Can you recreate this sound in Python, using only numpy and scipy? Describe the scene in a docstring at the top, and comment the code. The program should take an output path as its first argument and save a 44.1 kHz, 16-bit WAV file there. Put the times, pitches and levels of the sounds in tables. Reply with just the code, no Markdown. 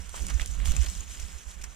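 """A puff of wind and a dry rustle come first; then twigs snap and wood knocks and scuffs as a leafy
branch is swung, dropped and dragged over dry dirt, close to a body-worn camera outdoors.
Many tiny impacts add up to the crackle of leaves and grit; fractures and blows excite damped modes
of the wood. The microphone ports resonate near 7 kHz and give the leaves their edge, while eddies
of wind rumble, mostly in the right port."""
import sys
import numpy as np
from scipy import signal
from scipy.fft import rfft, irfft, next_fast_len
from scipy.io import wavfile
from scipy.ndimage import uniform_filter1d, map_coordinates

SR = 44100
rng = np.random.default_rng(int(sys.argv[2]) if len(sys.argv) > 2 else 0)


def wav_out(sig):
    """Save sig, one row per channel (or a flat mono array), as 16-bit PCM at SR to the path in sys.argv[1]."""
    wavfile.write(sys.argv[1], SR, np.round(np.clip(np.atleast_2d(sig).T, -1, 1) * 32767).astype(np.int16))


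N = 77175
T = np.arange(N) / SR

# Envelope of the leaf rustle (time [s], level [dB])
RUSTLE_LEVEL = [(0, -53.5), (.13, -53), (.16, -44.5), (.23, -48), (.29, -47.5), (.37, -50), (.42, -44.5),
                (.45, -52), (.51, -48.5), (.57, -54.5), (.645, -50.5), (.665, -41), (.745, -46),
                (.83, -43.5), (.91, -44), (.97, -49), (1.005, -47), (1.04, -52), (1.08, -53), (1.11, -46.5),
                (1.14, -45.5), (1.165, -50.5), (1.205, -47), (1.3, -51.5), (1.4, -52.5), (1.46, -56.5),
                (1.51, -50), (1.58, -59.5), (1.75, -57.5)]
# Balance of the branch, always left minus right (time [s], balance [dB])
BRANCH_PAN = [(0, -4), (.3, -2.5), (.62, -2.5), (.8, -1), (1.05, -1), (1.25, -0.5), (1.42, -3.5),
              (1.75, 0.5)]
# Sprays of leaves slapping the ground (time [s], level [dB], rise time [s], balance [dB])
LEAF_SLAPS = [(0.153, -49, 0.0022, -6), (0.2985, -39, 0.003, -4), (0.341, -43, 0.0015, 4),
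              (0.472, -43, 0.0034, -3), (0.658, -41.5, .004, 3), (0.6735, -39.5, 0.0016, -1),
              (0.86, -39.5, 0.0018, 7), (1.197, -38, 0.0025, 2), (1.612, -47, 0.0043, 0),
              (1.635, -43, 0.0059, -2)]
# Spectrum of leaf contacts (frequency [Hz], level [dB])
LEAF_SPECTRUM = [(300, -10.5), (1500, -18), (3000, -2.5), (4500, -3.5), (6000, 4.5), (8000, 3), (10500, -6),
                 (12500, -10), (15500, -14.5)]
# Twig fractures (time [s], level [dB], t60 [s], wood level [dB], ring frequency [Hz],
# ring level [dB], balance [dB])
TWIG_SNAPS = [(0.0937, -34.5, 0.0084, -19, 8500, 2, -4), (0.267, -27.5, 0.011, -27, 7500, -2.5, -5),
              (0.2848, -25.5, 0.0039, -19, 7700, 3, -5), (0.4104, -31.5, 0.0065, 10, 4400, -6, -10),
              (0.4166, -27, 0.0091, 0, 7300, -5, -4), (0.428, -37, 0.0037, 6, 6030, -9, 8),
              (0.4599, -27.5, 0.0087, -13.5, 9330, -2, 0.5), (0.6572, -27, 0.0082, 5, 7500, 1, -9),
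              (.683, -29, 0.0036, -16, 5970, -11, -11), (0.7106, -32, .009, -12, 9050, -7, 5),
              (0.7193, -26.5, 0.0076, 1, 5850, -1, -4.5), (0.7656, -20, 0.0072, -3, 6880, 6, 4),
              (.8857, -32.5, 0.009, -7, 5560, 5, 2), (0.8992, -30.5, 0.01, -19, 7450, 1, 1),
              (0.9518, -36, 0.013, -21, 3500, -8, 2), (1.0057, -33.5, 0.018, -22, 6800, 7, 6),
              (1.6245, -38, 0.0052, -17, 5600, -10, 3), (1.6402, -33, 0.019, -15, 5600, -8, -3)]
# Spectrum of a fracture (frequency [Hz], level [dB])
CRACK_SPECTRUM = [(300, -4), (1500, -2.5), (4000, -1.5), (7000, 11.5), (10000, -6), (13000, -5.5),
                  (15500, -18)]
# Modes of a twig (frequency [Hz], bandwidth [Hz], level [dB])
TWIG_MODES = [(2000, 420, -15), (2710, 1500, 11.5), (3210, 200, 13.5)]
# Blows of the stick on the soil (time [s], level [dB], t60 [s], pitch [ratio])
STICK_KNOCKS = [(0.141, -33, 0.042, 0.974), (0.3014, -35.5, 0.031, 1.1), (0.3043, -31, 0.018, 1.96),
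                (0.3965, -28, 0.028, 1.91), (0.6, -36.5, 0.022, 1.84), (0.674, -35, 0.011, 1.6)]
# Modes of the stick at a pitch ratio of 1 (frequency [Hz], bandwidth [Hz], level [dB])
STICK_MODES = [(595, 160, -3), (930, 360, -2), (1210, 210, 1), (1630, 110, -17.5)]
# Envelope of wood dragging on dirt (time [s], level [dB])
DRAG_LEVEL = [(0, -49), (.1, -57.5), (.17, -44.5), (.23, -51.5), (.3, -47), (.36, -51), (.42, -45.5),
              (.48, -56), (.63, -50.5), (.67, -47.5), (.77, -46.5), (.94, -50), (1.05, -55.5), (1.12, -53),
              (1.22, -52), (1.31, -56), (1.5, -57.5), (1.58, -57.5), (1.75, -55.5)]
# Spectrum of rolling grit (frequency [Hz], level [dB])
GRIT_SPECTRUM = [(100, -16), (250, -2), (500, 1), (800, -1), (1500, 1.5), (3000, 0), (4200, -8),
                 (7000, -34.5), (15000, -39)]
# Scuffs: first a slow low rub of a sleeve, then the stick on the soil (time [s], level [dB], rise time [s],
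# centre frequency [Hz])
SCUFFS = [(.16, -56, 0.068, 330), (.286, -44.5, 0.0089, 1490), (0.863, -41.5, 0.003, 2425),
          (1.609, -55, 0.0062, 2360), (1.637, -50, 0.0052, 1460)]
# Port differences for sound from the ground (frequency [Hz], left phase lead [rad], balance [dB])
PORT_DIFFERENCES = [(200, 1.27, 5), (585, 1.54, 1.5), (1330, 1.7, 0.5), (2050, 1.18, 1), (4500, -0.6, 1),
                    (5700, -1.17, 2), (7660, -2, 2.5), (9200, -1.65, -4), (14700, -1.55, 3.5)]
# Envelope of the wind rumble (time [s], level [dB])
GUST_LEVEL = [(0, -33.5), (.04, -50), (.09, -40), (.125, -46), (.19, -42), (.225, -31), (.28, -41),
              (.315, -37.5), (.335, -25), (.36, -24), (.38, -41), (.42, -24.5), (.455, -48), (.49, -29),
              (.55, -38), (.585, -28.5), (.665, -30), (.7, -23), (.726, -22.5), (.75, -42.5), (.78, -21),
              (.825, -23.5), (.85, -40), (.89, -31.5), (.92, -45.5), (1, -34.5), (1.045, -51),
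              (1.09, -43.5), (1.165, -50), (1.19, -37), (1.26, -36), (1.3, -56), (1.355, -37), (1.4, -60),
              (1.44, -58), (1.485, -39.5), (1.535, -56), (1.585, -40), (1.72, -47.5), (1.75, -59)]
# Spectrum of the turbulence (frequency [Hz], level [dB])
TURBULENCE_SPECTRUM = [(15, -3), (30, -7), (65, -6.5), (85, -7.5), (115, -20), (300, -61.5)]
# Envelope of the wind's flutter at 100-300 Hz (time [s], level [dB])
FLUTTER_ENVELOPE = [(0, -51), (.11, -66), (.21, -52.5), (.3, -48), (.37, -52), (.5, -53.5), (.6, -51),
                    (.76, -43.5), (.86, -53.5), (.96, -52), (1.04, -55.5), (1.1, -61), (1.2, -64),
                    (1.3, -55), (1.38, -64), (1.75, -63)]
# Spectrum of the flutter (frequency [Hz], level [dB])
FLUTTER_SPECTRUM = [(50, -19.5), (100, -2.5), (140, -2.5), (190, 1.5), (220, -7.5), (260, -10.5),
                    (330, -17), (700, -29.5), (3000, -42.5)]
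# Spectrum of the quiet outdoor air (frequency [Hz], level [dB])
AIR_SPECTRUM = [(30, 5.5), (180, -5), (300, -17.5), (800, -12), (1500, -9), (2500, -13.5), (4000, -46),
                (8000, -17), (15000, -39)]

TREBLE_ALIKE, MID_ALIKE = 0.61, 0.78  # left-right correlation
STICK_PAN_DB, DRAG_PAN_DB, RUMBLE_PAN_DB, FLUTTER_PAN_DB, AIR_PAN_DB = -5.5, -3, -17.5, -7.5, -9.5
TOP_HZ = 15500


def leaves():
    """Superposition: countless leaf contacts merge into crackle and hiss, swelling at each slap."""
    def leaf_sound(excitation):
        return unit(port_resonance(colour(excitation, LEAF_SPECTRUM)))
    crackle = leaf_sound(grains(per_s=1200, spread_db=2, alike=TREBLE_ALIKE))
    hiss = leaf_sound(stereo_noise(TREBLE_ALIKE))
    ticks = leaf_sound(leaf_ticks())
    flicker_db = wobble(per_s=76)
    level = amp(curve(RUSTLE_LEVEL) + flicker_db) * pan(curve(BRANCH_PAN))
    rustle = level * (amp(-2.5) * crackle + amp(-1.5) * hiss + amp(-9) * ticks)
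    slaps = sum(amp(db) * swell(start, rise) * pan(side) for start, db, rise, side in LEAF_SLAPS)
    spray = leaf_sound(grains(per_s=6600, spread_db=3, alike=TREBLE_ALIKE))
    return shifting_colour(rustle + slaps * spray)


def leaf_ticks(per_s=650, median_hz=6060, spread_octaves=0.66, decay_cycles=3.7, spread_db=5):
    """Free vibration: each flicked leaf is a damped sinusoid with its own pitch and direction."""
    count = int(per_s * N / SR)
    when, pitch, strength, side, lag = rng.random((4096, 5))[:count].T[:, :, None]
    octaves = spread_octaves * np.log(pitch / (1 - pitch)) / 2
    hz = np.minimum(median_hz * 2 ** octaves, TOP_HZ)
    cycles = hz * np.arange(256) / SR
    fade = amp(spread_db * np.minimum(-np.log(strength), 3)) * np.exp(-cycles / decay_cycles)
    samples = (when * N).astype(int) + np.arange(256)
    channels = []
    for sign in (1, -1):  # left, right
        ticks = (1 + sign * (side - .5)) * fade * np.sin(2 * np.pi * cycles + sign * (lag - .5))
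        channels.append(np.bincount(samples.ravel(), ticks.ravel(), N)[:N])
    return unit(np.array(channels))


def twig_snaps(ring_width_hz=840, tail_db=-35.5, tail_t60=0.32):
    """Impulse excitation: a crack rings its twig briefly, and ground scattering leaves a faint tail."""
    out, t = np.zeros((2, N)), np.arange(4096) / SR
    for start, db, t60, wood_db, ring_hz, ring_db, side in TWIG_SNAPS:
        fade = amp(-60 * t / t60) + amp(tail_db - 60 * t / tail_t60)
        burst = np.tanh(2 * stereo_noise(TREBLE_ALIKE, size=len(t))) * fade
        crack = unit(colour(burst, CRACK_SPECTRUM))
        ring = unit(filtered(burst, lambda f: resonance(f, ring_hz, ring_width_hz) ** 2))
        wood = unit(filtered(burst, lambda f: modes(f, TWIG_MODES)))
        snap = unit(crack + amp(ring_db) * ring + amp(wood_db) * wood)
        fade_rms = np.sqrt(np.mean(fade ** 2))
        add(out, start, amp(db) * fade_rms * snap * pan(side))
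    return out


def stick_knocks(rise_s=0.0005):
    """Modal ringing: the stick strikes the soil and dies away fast; a thinner part rings higher."""
    out = np.zeros((2, N))
    for start, db, t60, pitch in STICK_KNOCKS:
        def response(f):
            return modes(f / pitch, STICK_MODES) * resonance(f / pitch, hz=1005, width=1450) ** 2
        t = np.maximum(T - start, 0)
        fade = (1 - np.exp(-t / rise_s)) * amp(-60 * t / t60)
        ring = unit(filtered(stereo_noise(MID_ALIKE), response))
        out += amp(db) * fade * unit(np.tanh(ring))
    return out * pan(STICK_PAN_DB)


def dirt_drag(flicker_db=2.58):
    """Friction: grit rolls under the dragged wood; harder pushes scuff in one broad resonance, and a sleeve
    rubs once, low."""
    grit = unit(colour(grains(per_s=3500, spread_db=1, alike=MID_ALIKE), GRIT_SPECTRUM))
    level = amp(curve(DRAG_LEVEL) - 1.5 + flicker_db * wobble(per_s=39.94))
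    out = level * grit * pan(curve(BRANCH_PAN) + DRAG_PAN_DB)
    rub = stereo_noise(MID_ALIKE)
    for start, db, rise, hz in SCUFFS:
        scuff = unit(filtered(rub, lambda f: resonance(f, hz, 0.67 * hz) * resonance(f, hz, 2 * hz)))
        out += amp(db) * swell(start, rise) * scuff * pan(STICK_PAN_DB)
    return shifting_colour(out)


def tip_scrape():
    """Resonance: twig tips catch on the soil and ring in one narrow band as the leaves move."""
    catches = grains(per_s=450, spread_db=4, alike=MID_ALIKE)
    ring = unit(filtered(catches, lambda f: resonance(f, hz=3070, width=450)))
    return amp(curve(RUSTLE_LEVEL) - 15) * ring * pan(curve(BRANCH_PAN))


def wind(eddy_hz=53.2, wander_octaves=0.246, left_lead_rad=1, cutoff_hz=78.6):
    """Vortex shedding: uneven eddies rumble out of step at the two ports, under a lighter flutter."""
    hz = eddy_hz * 2 ** (wander_octaves * wobble(per_s=91))
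    phase = 2 * np.pi * np.cumsum(hz) / SR
    eddies = unit(np.sin([phase + left_lead_rad, phase]))
    turbulence = unit(colour(stereo_noise(alike=0.6), TURBULENCE_SPECTRUM))
    gusts = amp(curve(GUST_LEVEL) - 4) * (eddies + amp(-3.5) * turbulence)
    rumble = low_pass(gusts, cutoff_hz, order=6)
    flutter = amp(curve(FLUTTER_ENVELOPE)) * unit(colour(stereo_noise(alike=0.24), FLUTTER_SPECTRUM))
    return rumble * pan(RUMBLE_PAN_DB) + flutter * pan(FLUTTER_PAN_DB)


def quiet_air():
    """Ambient noise: a faint steady hush, only weakly correlated between the ports."""
    return amp(-58.5) * unit(colour(stereo_noise(alike=0.2), AIR_SPECTRUM)) * pan(AIR_PAN_DB)


def port_resonance(x):
    """Resonance of the microphone ports adds a short bright ring."""
    return filtered(x, lambda f: 1 + amp(-5.5) * resonance(f, hz=7180, width=1600))


def port_directivity(x):
    """Directivity: the ports face different ways, so phase and level differ between them."""
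    hz, lead, side_db = np.transpose(PORT_DIFFERENCES)
    def response(f):
        phase_shift = np.exp(np.array([[.5j], [-.5j]]) * np.interp(f, hz, lead))
        return pan(np.interp(f, hz, side_db)) * phase_shift
    return filtered(x, response)


def shifting_colour(x, depth_db=2):
    """Spectral modulation: the timbre shifts at random as different contacts take their turn."""
    spectra = signal.stft(x, nperseg=256)[2]
    patches = rng.standard_normal(spectra.shape[1:])
    patches = uniform_filter1d(patches, size=5, axis=0)  # smooth over frequency
    patches = uniform_filter1d(patches, size=6, axis=1)  # and over time
    return signal.istft(spectra * amp(depth_db * unit(patches)), nperseg=256)[1][:, :N]


def grains(per_s, spread_db, alike):
    """Shot noise: tiny contacts at random times, many faint and a few strong."""
    strength = amp(spread_db * np.minimum(rng.exponential(size=N), 4))
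    contacts = rng.random(N) < per_s / SR
    return contacts * strength * np.tanh(stereo_noise(alike))


def stereo_noise(alike, size=N):
    """Partial coherence: two white noises share the fraction alike of their power."""
    noise = rng.standard_normal((3, size))
    return np.sqrt(alike) * noise[0] + np.sqrt(1 - alike) * noise[1:]


def swell(start, rise):
    """A critically damped pulse: it peaks after rise seconds and fades more slowly."""
    u = np.maximum(T - start, 0) / rise
    return u * np.exp(1 - u)


def wobble(per_s):
    """Spline interpolation of per_s random values a second."""
    return map_coordinates(rng.standard_normal(2048), [T * per_s], mode="wrap")


def resonance(f, hz, width):
    """Band-pass response of a damped oscillator; width is its bandwidth in Hz."""
    return 1j * f * width / (hz * hz - f * f + 1j * f * width)


def modes(f, rows):
    """Modal superposition: a body responds with the sum of its resonances."""
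    return sum(amp(db) * resonance(f, hz, width) for hz, width, db in rows)


def filtered(x, response):
    """Linear filtering: the spectrum of x times a frequency response."""
    n = x.shape[-1]
    padded = next_fast_len(n + 4096)
    return irfft(rfft(x, padded) * response(np.fft.rfftfreq(padded, 1 / SR)), padded)[..., :n]


def colour(x, spectrum):
    """Minimum-phase filtering through (frequency [Hz], level [dB]) points."""
    def response(f):
        hz, db = np.transpose(spectrum)
        gain = amp(np.interp(np.log(f + 1), np.log(hz + 1), db))
        cepstrum = irfft(np.log(gain))
        half = len(cepstrum) // 2
        cepstrum[1:half] *= 2  # folding onto positive time makes the filter causal
        cepstrum[half + 1:] = 0
        return np.exp(rfft(cepstrum))
    return filtered(x, response)


def low_pass(x, hz, order):
    """Zero-phase filtering, maximally flat below the cutoff."""
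    return filtered(x, lambda f: 1 / np.sqrt(1 + (f / hz) ** (2 * order)))


def amp(db):
    """Decibels to amplitude ratio."""
    return 10 ** (np.asarray(db) / 20)


def unit(x):
    """Normalisation to rms 1."""
    return x / np.sqrt(np.mean(x ** 2) + 1e-20)


def curve(rows):
    """Linear interpolation of (time [s], value) rows at every sample."""
    return np.interp(T, *np.transpose(rows))


def pan(db):
    """Left and right gains for a level difference."""
    return amp(np.array([[.5], [-.5]]) * db)


def add(out, start, x):
    """Superpose x on out from start seconds."""
    i = round(start * SR)
    out[:, i:i + x.shape[1]] += x[:, :N - i]


def scene():
    """Superposition of the branch, as the two ports receive it, with the wind and the quiet air."""
    air = quiet_air()
    branch = leaves() + dirt_drag() + tip_scrape() + stick_knocks() + twig_snaps()
    return port_directivity(branch) + wind() + air


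def record(dry):
    """Band limiting: the camera cuts off steeply above its top frequency."""
    return low_pass(dry, TOP_HZ, order=80)


dry = scene()
out = record(dry)
wav_out(out)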